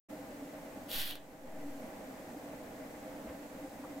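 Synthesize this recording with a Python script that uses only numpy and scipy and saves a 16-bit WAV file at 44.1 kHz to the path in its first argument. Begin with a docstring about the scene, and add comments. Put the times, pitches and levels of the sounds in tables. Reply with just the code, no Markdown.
"""Thermite flaring over a gas burner

A gas burner roars under a small crucible in a room, its flame fluttering and guttering over a hiss.
The thermite catches and flares for a third of a second: a bright jet of gas, full of crackle and a few
sharp spits, rings the crucible. A limiter ducks under the flare, holds, and lets the burner swell back."""
import sys
import numpy as np
from scipy import signal
from scipy.fft import rfft, irfft
from scipy.io import wavfile
from scipy.ndimage import uniform_filter1d, minimum_filter1d

SR = 44100
rng = np.random.default_rng(int(sys.argv[2]) if len(sys.argv) > 2 else 0)


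def file_out(sig):
    """Save sig as 16-bit WAV at sys.argv[1]."""
    # one column per channel
    cols = np.atleast_2d(sig).T
    # limit, then scale
    lim = np.clip(cols, -1, 1)
    pcm = np.round(lim * 32767).astype(np.int16)
    wavfile.write(sys.argv[1], SR, pcm)


N = 176400
T = np.arange(N) / SR
HZ = np.maximum(np.arange(N // 2 + 1) * SR / N, 1)


def from_db(db):
    """Decibels to gain."""
    return 10 ** (np.asarray(db) / 20)


def eq_curve(points):
    """Gains that give unit white noise a spectrum of (frequency [Hz], density [dB/Hz]) points."""
    hz, db = np.transpose(points)
    return from_db(np.interp(np.log(HZ), np.log(hz), db)) * np.sqrt(SR / 2)


def bell(hz, width):
    """Gain of a resonance, 1 at its centre."""
    return 1 / (1 + 2 * ((HZ - hz) / width) ** 2)


def equalise(x, gain):
    """Minimum-phase EQ: rings after a transient, never before."""
    cepstrum = irfft(np.log(gain), N)
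    cepstrum[1:N // 2] *= 2
    cepstrum[N // 2 + 1:] = 0
    return irfft(rfft(x) * np.exp(rfft(cepstrum)), N)


def noise(gain):
    """White noise shaped by a gain at each frequency."""
    return irfft(rfft(rng.standard_normal(N)) * gain, N)


def butterworth(x, hz, kind, order=2):
    """Low- or high-pass filter."""
    return signal.sosfilt(signal.butter(order, hz, kind, fs=SR, output="sos"), x)


def crossover(x, hz):
    """Low and high bands that add up to the whole."""
    low = irfft(rfft(x) / (1 + (HZ / hz) ** 6), N)
    return low, x - low


def stereo(mid, side):
    """Left and right: mid is shared, side is opposite in the two ears."""
    return np.array([mid + side, mid - side])


# Broad body of the roar, mid channel: (frequency [Hz], level [dB])
ROAR_MID = [(20, -80.5), (60, -85.5), (95, -87), (165, -80), (400, -84), (700, -86.5), (930, -87),
            (1300, -93.5), (1800, -92.5), (2400, -97.5), (3200, -106), (6000, -120)]
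# Diffuse part of the roar, side channel: (frequency [Hz], level [dB])
ROAR_DIFFUSE = [(20, -89), (250, -94), (450, -88), (700, -101), (900, -95), (1350, -94.5), (1750, -93),
                (2500, -99), (3300, -106), (6000, -120)]
# Resonances of burner and room: (centre [Hz], width [Hz], mid level [dB], side level [dB])
BURNER_MODES = [(113, 8.5, -85, -104), (206, 40, -76.5, -100), (258, 32, -72, -99),
                (289.9, 23.2, -66, -102), (357, 25, -81, -95), (453, 29, -80.5, -92), (516, 36.3, -72, -87),
                (563, 27, -78.5, -126), (623, 20, -76, -83.5), (634.3, 51, -74.5, -84.5),
                (737, 31, -81, -94), (800, 29.5, -76.5, -84.5), (856, 16, -80, -83), (2020, 23, -89, -102)]
def burner():
    """Turbulence rings burner and room; the unsteady flame flutters the low roar more than the top."""
    flutter_hz, low_depth_db, high_depth_db, low_trim_db = 11, 1.02, 0.82, -1.2
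    mid_power, side_power = eq_curve(ROAR_MID) ** 2, eq_curve(ROAR_DIFFUSE) ** 2
    for hz, width, mid_db, side_db in BURNER_MODES:
        peak = SR / 2 * bell(hz, width) ** 2
        mid_power += peak * from_db(mid_db) ** 2
        side_power += peak * from_db(side_db) ** 2
    roar = stereo(noise(np.sqrt(mid_power)), noise(np.sqrt(side_power)))
    low, high = crossover(roar, hz=630)
    flutter = noise(1 / (1 + (HZ / flutter_hz) ** 2))
    flutter /= flutter.std()
    return low * from_db(low_trim_db + low_depth_db * flutter) + high * from_db(high_depth_db * flutter)


# Even bed of hiss: (frequency [Hz], level [dB])
HISS_BED = [(1000, -108), (3500, -105), (5500, -104.5), (6500, -103.5), (8100, -103), (9000, -107),
            (10500, -107.5), (12300, -104.5), (15800, -107)]
def hiss():
    """Gas and microphone hiss, smooth and wide above the roar."""
    colour = eq_curve(HISS_BED)
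    return stereo(mid=noise(colour), side=from_db(-2) * noise(colour))


# Puffs of the flame: (peak time [s], half-length [s], centre [Hz], width [Hz], level [dB])
FLAME_PUFFS = [(0.326, 0.007, 550, 200, -46), (0.432, 0.016, 278, 70, -45), (.532, 0.0044, 595, 400, -47),
               (0.955, 0.0095, 89, 70, -60), (0.997, 0.011, 99, 120, -50), (1.45, 0.018, 533, 59.3, -50.5),
               (1.685, 0.058, 285, 30.3, -45.5), (1.845, 0.01, 260, 81.4, -44),
               (2.349, 0.0061, 570, 300, -45), (2.368, 0.026, 288, 40, -46.5), (3.116, 0.021, 276, 50, -55),
               (3.254, 0.0094, 296, 126, -41.5), (3.293, .02, 61, 60, -52), (3.293, .012, 1400, 2300, -54),
               (3.638, 0.02, 287, 71, -46), (3.848, 0.0096, 950, 770, -48.5),
               (3.983, 0.021, 283, 49.6, -44.5)]
def gutters():
    """The flame gutters in short puffs, each swelling and dying in its own band."""
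    out = np.zeros(N)
    for time, half_length, hz, width, db in FLAME_PUFFS:
        swell = np.exp(-((T - time) / half_length) ** 2)
        puff = swell * noise(bell(hz, width) ** 2)
        out += from_db(db) * puff * np.linalg.norm(swell) / np.linalg.norm(puff)
    return out


# Envelope of the reaction's vigour: (time [s], level [dB])
VIGOUR = [(.862, -44), (0.894, -11.5), (.935, -1.5), (.96, 1.5), (.982, 2.5), (1.003, 6.5), (1.026, 4),
          (1.045, 1.5), (1.11, 1.5), (1.14, -8), (1.17, -10), (1.21, -58)]
def burning():
    """A jet of escaping gas and dense crackle, both riding the vigour of the reaction."""
    jet_db, crackle_db, clicks_per_s, spread_db = -2, -3.5, 2500, 3
    sizes = from_db(spread_db * np.minimum(rng.exponential(1, N), 4))
    polarity = rng.choice([-1, 1], N)
    crackle = sizes * polarity * (rng.random(N) < clicks_per_s / SR)
    jet = rng.standard_normal(N)
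    times, db = np.transpose(VIGOUR)
    envelope = from_db(np.interp(T, times, db, left=-120, right=-120))
    return envelope * (from_db(jet_db) * jet + from_db(crackle_db) * crackle / crackle.std())


# Spark transients, ahead of the flare's EQ: (time [s], energy [dB])
SPARKS = [(.9155, 22), (.9315, 22.5), (.9445, 20), (.9585, 22.5), (.9598, 22.5), (.989, 25.5), (1.017, 29),
          (1.0565, 25), (1.078, 25), (1.108, 17), (1.110, 28), (1.135, 14), (1.1547, 24.5)]
def spits():
    """Sparks spit out of the melt, each a tiny noise burst with a hard attack."""
    decay_s = 0.00067
    out, age = np.zeros(N), T[:SR // 200]
    for time, db in SPARKS:
        burst = rng.standard_normal(len(age)) * np.exp(-age / decay_s)
        start = int(time * SR)
        out[start:start + len(age)] += from_db(db) * burst / np.linalg.norm(burst)
    return out


def room(x):
    """The short, dark reverb of a small, fairly dead room, wet only."""
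    t60_s, wet_db = 0.26, -12
    age = T[:SR // 2]
    tail = butterworth(rng.standard_normal(len(age)), hz=3500, kind="low") * from_db(-60 * age / t60_s)
    return from_db(wet_db) * signal.fftconvolve(x, tail / np.linalg.norm(tail))[:N]


# Tone of the flare, mid channel: (frequency [Hz], level [dB])
FLARE_EQ = [(50, -80), (110, -96), (200, -89), (600, -90), (1200, -90), (1650, -82.5), (2300, -83.5),
            (2850, -80.5), (3300, -75.5), (3700, -77), (4200, -77), (5500, -84), (7500, -86.5),
            (10500, -83), (13000, -76.5), (15800, -83.5)]
# Tone of its reflections, side channel: (frequency [Hz], level [dB])
REFLECTION_EQ = [(100, -102), (700, -112), (1100, -92), (1700, -81), (2300, -86), (3550, -79), (4500, -82),
                 (6900, -102), (8600, -90), (10800, -100), (13800, -80.5), (15800, -100)]
# Ring of the crucible: (centre [Hz], width [Hz], boost or cut [dB])
CRUCIBLE_MODES = [(2680, 30, 5.5), (2958, 30, 11), (3270, 68, 4), (3670, 35, 2), (3890, 31, 3.5),
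                  (4480, 18, -7), (5540, 90, 4), (10100, 41, 8), (12300, 60, -2), (14300, 40, 8)]
def flare():
    """Burn and spits sound through the crucible into the room; the treble sinks as the charge burns out."""
    dull_from_s, dull_db_per_s = 0.86, 20.5
    direct = burning() + spits()
    reflected = burning() + from_db(-11) * spits()
    ring = from_db(sum(db * bell(hz, width) for hz, width, db in CRUCIBLE_MODES))
    mid = equalise(direct + room(direct), ring * eq_curve(FLARE_EQ))
    side = equalise(reflected + room(reflected), eq_curve(REFLECTION_EQ))
    body, treble = crossover(stereo(mid, side), hz=4500)
    return body + treble * from_db(-dull_db_per_s * np.maximum(T - dull_from_s, 0))


def scene():
    """The burner bed fades in and the flare bursts over it; the mix leans a touch to the right."""
    start_s, fade_s = 0.086, 0.015
    fade_in = np.clip((T - start_s) / fade_s, 0, 1)
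    balance = from_db([[-.2], [.2]])
    return (burner() + gutters() + hiss() + flare()) * balance * fade_in


def limiter_gain(x):
    """Ducks at once when the treble passes the threshold, holds, then releases at a steady rate."""
    threshold_db, detect_s, hold_s, release_db_per_s = -37, 0.0063, 0.35, 16.5
    sidechain = butterworth(x, hz=2060, kind="high")
    power = uniform_filter1d(np.mean(sidechain ** 2, axis=0), int(detect_s * SR))
    target_db = np.minimum(threshold_db - 10 * np.log10(np.abs(power) + 1e-12), 0)
    hold = int(hold_s * SR)
    held_db = -minimum_filter1d(target_db, hold, origin=(hold - 1) // 2, mode="nearest")
    release_ramp = release_db_per_s * T
    duck_db = np.maximum.accumulate(held_db + release_ramp) - release_ramp
    return from_db(-butterworth(duck_db, hz=120, kind="low", order=1))


def record(dry):
    """The limiter ducks the mix, soft-clips its peaks and adds a soft thump; the very top is cut."""
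    ceiling, dc_offset, dc_block_hz, cutoff_hz = .075, -0.049, 1.63, 15850
    gain = limiter_gain(dry)
    ducked = dry * gain
    rounded = ducked / (1 + (ducked / ceiling) ** 4) ** .25
    thump = dc_offset * (gain - 1)   # ducking shifts a steady offset at the limiter's input
    out = butterworth(rounded + thump, dc_block_hz, "high", order=1)
    return irfft(rfft(out) / (1 + (HZ / cutoff_hz) ** 300), N)


dry = scene()
out = record(dry)
file_out(out)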